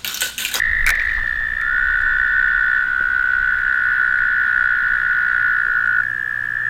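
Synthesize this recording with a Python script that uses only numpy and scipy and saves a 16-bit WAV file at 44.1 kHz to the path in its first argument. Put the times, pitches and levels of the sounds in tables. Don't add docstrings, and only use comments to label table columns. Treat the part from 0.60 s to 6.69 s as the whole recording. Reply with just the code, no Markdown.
import sys
import numpy as np
from scipy import signal
from scipy.fft import rfft, irfft, next_fast_len
from scipy.io import wavfile
from scipy.ndimage import map_coordinates

SR = 44100
rng = np.random.default_rng(int(sys.argv[2]) if len(sys.argv) > 2 else 0)


def to_wav(sig):
    pcm = np.clip(np.atleast_2d(sig), -1, 1) * 32767
    pcm = np.round(pcm).astype(np.int16)
    wavfile.write(sys.argv[1], SR, pcm.T)


N = 268569

# f/Hz, level/dB per Hz
RUSTLE_SPECTRUM = [(400, -33), (1100, -15), (2400, 3.5), (4200, 0.5), (6500, -17.5), (9000, -31),
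                   (15000, -29)]


def amp(db):
    return 10 ** (np.asarray(db) / 20)


def unit(x):
    return x / np.sqrt(np.mean(x ** 2) + 1e-20)


def along(points, hz):
    f, v = np.transpose(points)
    return np.interp(np.log(hz + 1), np.log(f + 1), v)


def curves(rows):
    s, *cols = np.transpose(rows)
    return [np.interp(np.arange(N) / SR, s, c) for c in cols]


def wobble(rate):
    knots = rng.standard_normal(int(N * rate / SR) + 4)
    return map_coordinates(knots, [np.arange(N) * rate / SR])


def filtered(x, response):
    m = next_fast_len(len(x) + 8192)
    return irfft(rfft(x, m) * response(np.fft.rfftfreq(m, 1 / SR)), m)[:len(x)]


def noise(spectrum):
    return unit(filtered(rng.standard_normal(N), lambda hz: amp(along(spectrum, hz))))


def add(track, s, sound):
    part = track[max(round(s * SR), 0):][:len(sound)]
    part += sound[:len(part)]


def toads():
    # start/s, end/s
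    calls = [(-1, .66), (-1, 2.24), (-1, 2.35), (.6, 5.4), (.975, 5.41), (1.3, 5.02), (2.72, 6.6),
             (5.88, 7)]
    # pitch before scoop and sag f/Hz, basic pulse rate/(1/s), slowing/(share a second), held level/dB,
    # swell/s, fade/s, burst/s, ring/s, overtone/dB, noise skirt/dB, echo/dB
    voices = [(1930, 56, .03, -19, .1, 0.069, .0051, 0.0011, -28.5, -31, -14),
              (1800.5, 62.5, .005, -19.5, .1, 0.015, 0.0094, 0.00039, -28.5, -26.5, -21),
              (1812, 58.8, .012, -24.5, .1, 0.063, 0.0057, 0.0005, -29, -31.5, -20),
              (1737, 73, .03, -31.5, 0.38, 0.35, .0073, 0.00081, -21, -22.5, -7.5),
              (1493.5, 67.3, .029, -15.5, .065, 0.0023, 0.0064, 0.0042, -44, -27.5, -15.5),
              (1916, 60, .04, -31, 0.62, .01, 0.0045, 0.0021, -25, -15.5, -9.5),
              (1732, 65.6, .02, -20, 0.15, .01, 0.0077, .00057, -39.5, -38.5, -25),
              (1812, 68, .03, -22.5, .06, .01, .008, .001, -45, -37, -10.5)]
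    # f/Hz, level/dB per Hz
    chorus_spectrum = [(700, -34), (1000, -21), (1200, -11.5), (1400, -1.5), (1750, -2.5), (2000, -22),
                       (2600, -24), (3200, -26), (3400, -26.5), (3650, -43.5), (6000, -46)]
    near = sum(trill(*call, *voice) for call, voice in zip(calls, voices))
    chorus = amp(-36 + wobble(6.6)) * noise(chorus_spectrum)
    return near + chorus


def trill(start, end, pitch_hz, pulse_rate, slowing, level_db, swell_s, fade_s,
          burst_s, ring_s, overtone_db, skirt_db, echo_db):
    # f/Hz, level/dB per Hz
    high_skirt = [(600, -25), (1000, 1.5), (1300, 5.5), (2200, 2.5), (2600, -0.5), (3250, -6), (3900, -8),
                  (4400, -12.5), (5200, -15), (5900, -36.5), (9000, -38)]
    deep_skirt = [(600, -25), (1000, 5.5), (1300, 8), (2200, 1.5), (2600, -2.5), (2950, 2), (3300, -10.5),
                  (3650, -11.5), (3920, -2), (4300, -14), (5100, -12.5), (5900, -35.5), (9000, -38.5)]
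    deep_below_hz = 1600
    swell_db = 23
    scoop, scoop_s = 0.11, 0.076
    sag_hz_per_s = 5.5
    eager, eager_s = 0.04, 0.25
    spent, spent_s = 0.1, 0.22
    glide = -0.0065
    upper_ratio = 1.965

    now = np.arange(N) / SR
    age, left = np.maximum(now - start, 0), np.maximum(end - now, 0)
    haste = 1 + eager * np.exp(-age / eager_s) - spent * np.exp(-left / spent_s) + 0.005 * wobble(5)
    rate = pulse_rate * np.exp(-slowing * age) * haste
    bent = 1 - scoop * np.exp(-age / scoop_s) + 0.00067 * wobble(4)
    pitch = (pitch_hz - sag_hz_per_s * age) * bent
    drop_db = swell_db * (np.exp(-age / swell_s) + np.exp(-left / fade_s))
    level = level_db - drop_db + 0.5 * wobble(3.95)

    cycles = np.cumsum(rate * ((now >= start) & (now < end))) / SR
    onsets = np.flatnonzero(np.diff(np.ceil(cycles), prepend=0))

    t = np.arange(SR // 40) / SR
    progress = np.minimum(t / burst_s, 1)
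    burst = np.sin(np.pi * progress)
    shape = signal.lfilter([1], [1, -np.exp(-1 / (ring_s * SR))], burst)
    shape /= np.sqrt(np.sum(shape ** 2) / SR)
    bend = 1 + glide * (progress - 0.5)

    tone, gate = np.zeros(N), np.zeros(N)
    for i, (turn, size, detune) in zip(onsets, rng.uniform(-0.89, 1, size=(600, 3))):
        pulse_hz = pitch[i] * (1 + 0.0015 * detune)
        phase = np.pi * turn + 2 * np.pi * pulse_hz * np.cumsum(bend) / SR
        pulse = shape * amp(level[i] + 0.7 * size) / np.sqrt(rate[i])
        add(tone, i / SR, pulse * (np.sin(phase) + amp(overtone_db) * np.sin(upper_ratio * phase)))
        add(gate, i / SR, pulse)
    skirt = noise(deep_skirt if pitch_hz < deep_below_hz else high_skirt)
    voice = tone + amp(skirt_db) * gate * skirt
    return voice + amp(echo_db) * shore(voice)


def shore(x):
    # f/Hz, t60/s
    decay = [(300, 0.75), (1800, 0.47), (6000, 0.052)]
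    hz, t, z = signal.stft(rng.standard_normal(SR), SR, nperseg=256)
    fade = amp(-60 * t / along(decay, hz)[:, None])
    tail = signal.istft(z * fade, SR, nperseg=256)[1]
    return signal.fftconvolve(x, tail / np.linalg.norm(tail))[:N]


def reel():
    # t/s, level/dB (before a common lift), brightness f/Hz, ring of the bail/dB
    contacts = [(.2646, -8.5, 13000, -5), (0.2723, -12.5, 4500, -2.5), (0.2768, -16.5, 16000, -6),
                (0.2836, -15.5, 9040, -6.5), (0.2916, -11, 18000, -8), (.2958, -13, 2980, -3.5),
                (.3042, -10, 13020, -7), (0.353, -17.5, 3820, -11.5), (.421, -25.5, 3000, -12),
                (.455, -28.5, 3500, -15), (0.538, -34.5, 8150, -14), (1.0132, -26, 5960, -9),
                (1.1954, -33.5, 3000, -9), (1.415, -26.5, 3540, -16), (1.883, -24, 2500, -10),
                (2.987, -33.5, 4500, -15), (3.586, -27.5, 3600, -19), (4.187, -27.5, 1960, -12),
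                (5.4348, -32, 4500, -18), (5.851, -38, 3000, -16)]
    lift_db = 5.0
    # f/Hz, width/Hz, level/dB
    body_modes = [(1577, 166, 14), (2196, 123, 15), (3960, 950, -5), (6700, 1500, -4), (10300, 4900, -6.5),
                  (14500, 740, 0.5)]
    # f/Hz, level/dB (mean of a random spread), t60/s
    bail_modes = [(1450, -22, 0.22), (2176, -11, 0.067), (2292, -9.5, 0.07), (2365, -13, 0.098),
                  (2450, -18.5, .06), (2720, -26.5, 0.011), (3740, -23.5, 0.04), (3900, -19.5, 0.029),
                  (5200, -26.5, 0.053), (6570, -27.5, 0.035)]
    crack_t60_s, chatter_db, chatter_t60_s = 0.011, -17, 0.04

    def body(f):
        return sum((-1) ** k * amp(db) * 1j * f * w / (c * c - f * f + 1j * f * w)
                   for k, (c, w, db) in enumerate(body_modes))

    out, t = np.zeros(N), np.arange(SR // 8) / SR
    for s, db, bright_hz, ring_db in contacts + rattle(count=10):
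        decay = amp(-60 * t / crack_t60_s) + amp(chatter_db - 60 * t / chatter_t60_s)
        contact = 1.2 * rng.standard_normal(len(t)) * decay
        contact[0] += 3.5
        ring = sum(amp(level + rng.normal(0, 2) - 60 * t / life) * np.sin(2 * np.pi * (hz * t + rng.random()))
                   for hz, level, life in bail_modes)
        strike = filtered(contact, body) + amp(ring_db) * ring
        coloured = filtered(strike, lambda f: 1 / (1 + 1j * f / bright_hz) ** 2)
        add(out, s, amp(db + lift_db) * coloured)
    return out


def rattle(count):
    from_s, to_s = 0.39, 0.55
    first_db, loss_db_per_s = -30, 35
    bright_hz, ring_db = 4500, -8.5
    slots = (np.arange(count) + rng.random(count)) / count
    waits = slots * (to_s - from_s)
    return [(from_s + wait, first_db - loss_db_per_s * wait, bright_hz, ring_db) for wait in waits]


def rustle():
    # t/s, level/dB
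    brushes = [(-.03, -46), (.26, -40), (.53, -50)]
    rise_s, fade_db_per_s = 0.018, 35.5
    stroke, t = np.zeros(N), np.arange(N) / SR
    for s, db in brushes:
        age = np.maximum(t - s, 0)
        stroke += amp(db - fade_db_per_s * age) * (1 - np.exp(-age / rise_s))
    clumps = amp(2.5 * wobble(70) + 3.5 * wobble(500))
    return stroke * unit(noise(RUSTLE_SPECTRUM) * clumps)


def drops():
    # t/s, level/dB, starting pitch f/Hz
    plinks = [(.352, -22, 2300), (0.3965, -13.5, 2280), (0.419, -29, 2600), (.495, -20.5, 2300)]
    bubble_t60_s, splat_db, splat_t60_s = 0.036, -17, 0.025
    out, t = np.zeros(N), np.arange(SR // 16) / SR
    for s, db, hz in plinks:
        phase = 2 * np.pi * np.cumsum(hz * (1 + 0.2 * t / bubble_t60_s)) / SR
        bubble = amp(-60 * t / bubble_t60_s) * (1 - np.exp(-t / 0.0005)) * np.sin(phase)
        splat = amp(splat_db - 60 * t / splat_t60_s) * noise(RUSTLE_SPECTRUM)[:len(t)]
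        add(out, s, amp(db) * (bubble + splat))
    return out


def thumps_laps_and_knock():
    # t/s, level/dB, f/Hz
    thuds = [(.27, -41.5, 430), (.308, -32, 666), (.38, -38.5, 583), (.575, -30, 1090), (.609, -29.5, 1310),
             (.635, -38, 780), (.803, -40.5, 687), (5.062, -43.5, 412)]
    # f/Hz, level/dB (relative to the knock), t60/s
    modes = [(175, -3.5, .13), (305, -5, .1), (510, 1.5, .07)]
    thud_cycles = 81
    knock_s, knock_db = 2.403, -36
    out = np.zeros(N)
    for s, db, hz in thuds:
        add(out, s, amp(db) * thud(hz, thud_cycles / hz))
    knock = sum(amp(db) * thud(hz, t60) for hz, db, t60 in modes)
    add(out, knock_s, amp(knock_db) * knock)
    return out


def thud(hz, t60):
    t = np.arange(SR // 4) / SR
    band = lambda f: 1 / (1 + ((f - hz) / (0.21 * hz)) ** 2)
    blur = unit(filtered(rng.standard_normal(len(t)), band))
    mix = 0.46 * np.sin(2 * np.pi * hz * t) + 0.92 * blur
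    return mix * amp(-60 * t / t60) * (1 - np.exp(-t / 0.0014))


def motor():
    # t/s, pitch f/Hz (before a slight waver)
    speed = [(1.8, 94.5), (3.9, 96.24), (4.6, 100), (4.9, 106.6), (5.15, 106.9), (5.45, 115.5),
             (5.65, 116.1), (6.09, 118.1)]
    idle_db, db_per_hz = -53.5, 0.44
    hz, = curves(speed)
    db = idle_db + db_per_hz * (hz - hz[0]) + 2.3 * wobble(11)
    phase = 2 * np.pi * np.cumsum(hz * (1 + 0.008 * wobble(3.6))) / SR
    return amp(db) * np.sin(phase)


def breeze():
    # t/s, level/dB (before lift and flutter)
    strength = [(0.0, -33), (0.25, -25.5), (0.44, -38), (0.63, -27), (0.66, -35), (1.05, -40),
                (1.41, -34.5), (1.46, -37), (2.47, -44), (2.51, -40), (2.61, -41.5), (3.0, -38),
                (3.31, -46.5), (4.38, -41.5), (4.53, -45), (6.02, -53), (6.09, -58)]
    # f/Hz, level/dB per Hz
    air_spectrum = [(100, 5.5), (200, 4), (350, -2.5), (700, -4.5), (1500, -5), (3000, -10.5), (4500, -18),
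                    (8000, -23.5), (15500, -25)]
    rumble_spectrum = [(8.8, -12.5), (15, 10.5), (27, 3.5), (47, -3.5), (73, -7.5), (124, -24),
                       (220, -31.5), (290, -76.5), (480, -120)]
    gust_spectrum = [(30, -19.5), (55, -1.5), (70, -3.5), (95, -11), (140, -25), (300, -56)]
    air_db, rumble_lift_db = -45.5, 4
    peak_gust_db, gust_growth = -32, 2.2
    strength_db, = curves(strength)
    flutter_db = 1.1 * wobble(9.2)
    rumble = amp(strength_db + rumble_lift_db + flutter_db) * noise(rumble_spectrum)
    gust_db = peak_gust_db + gust_growth * (strength_db - strength_db.max())
    buffet = amp(gust_db + flutter_db) * noise(gust_spectrum)
    return amp(air_db) * noise(air_spectrum) + rumble + buffet


def scene():
    near = toads() + reel() + rustle() + drops() + thumps_laps_and_knock()
    return (near + motor() + breeze())[None]


def record(dry):
    top_hz = 15800
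    return np.array([filtered(channel, lambda hz: hz < top_hz) for channel in dry])


dry = scene()
out = record(dry)
to_wav(out)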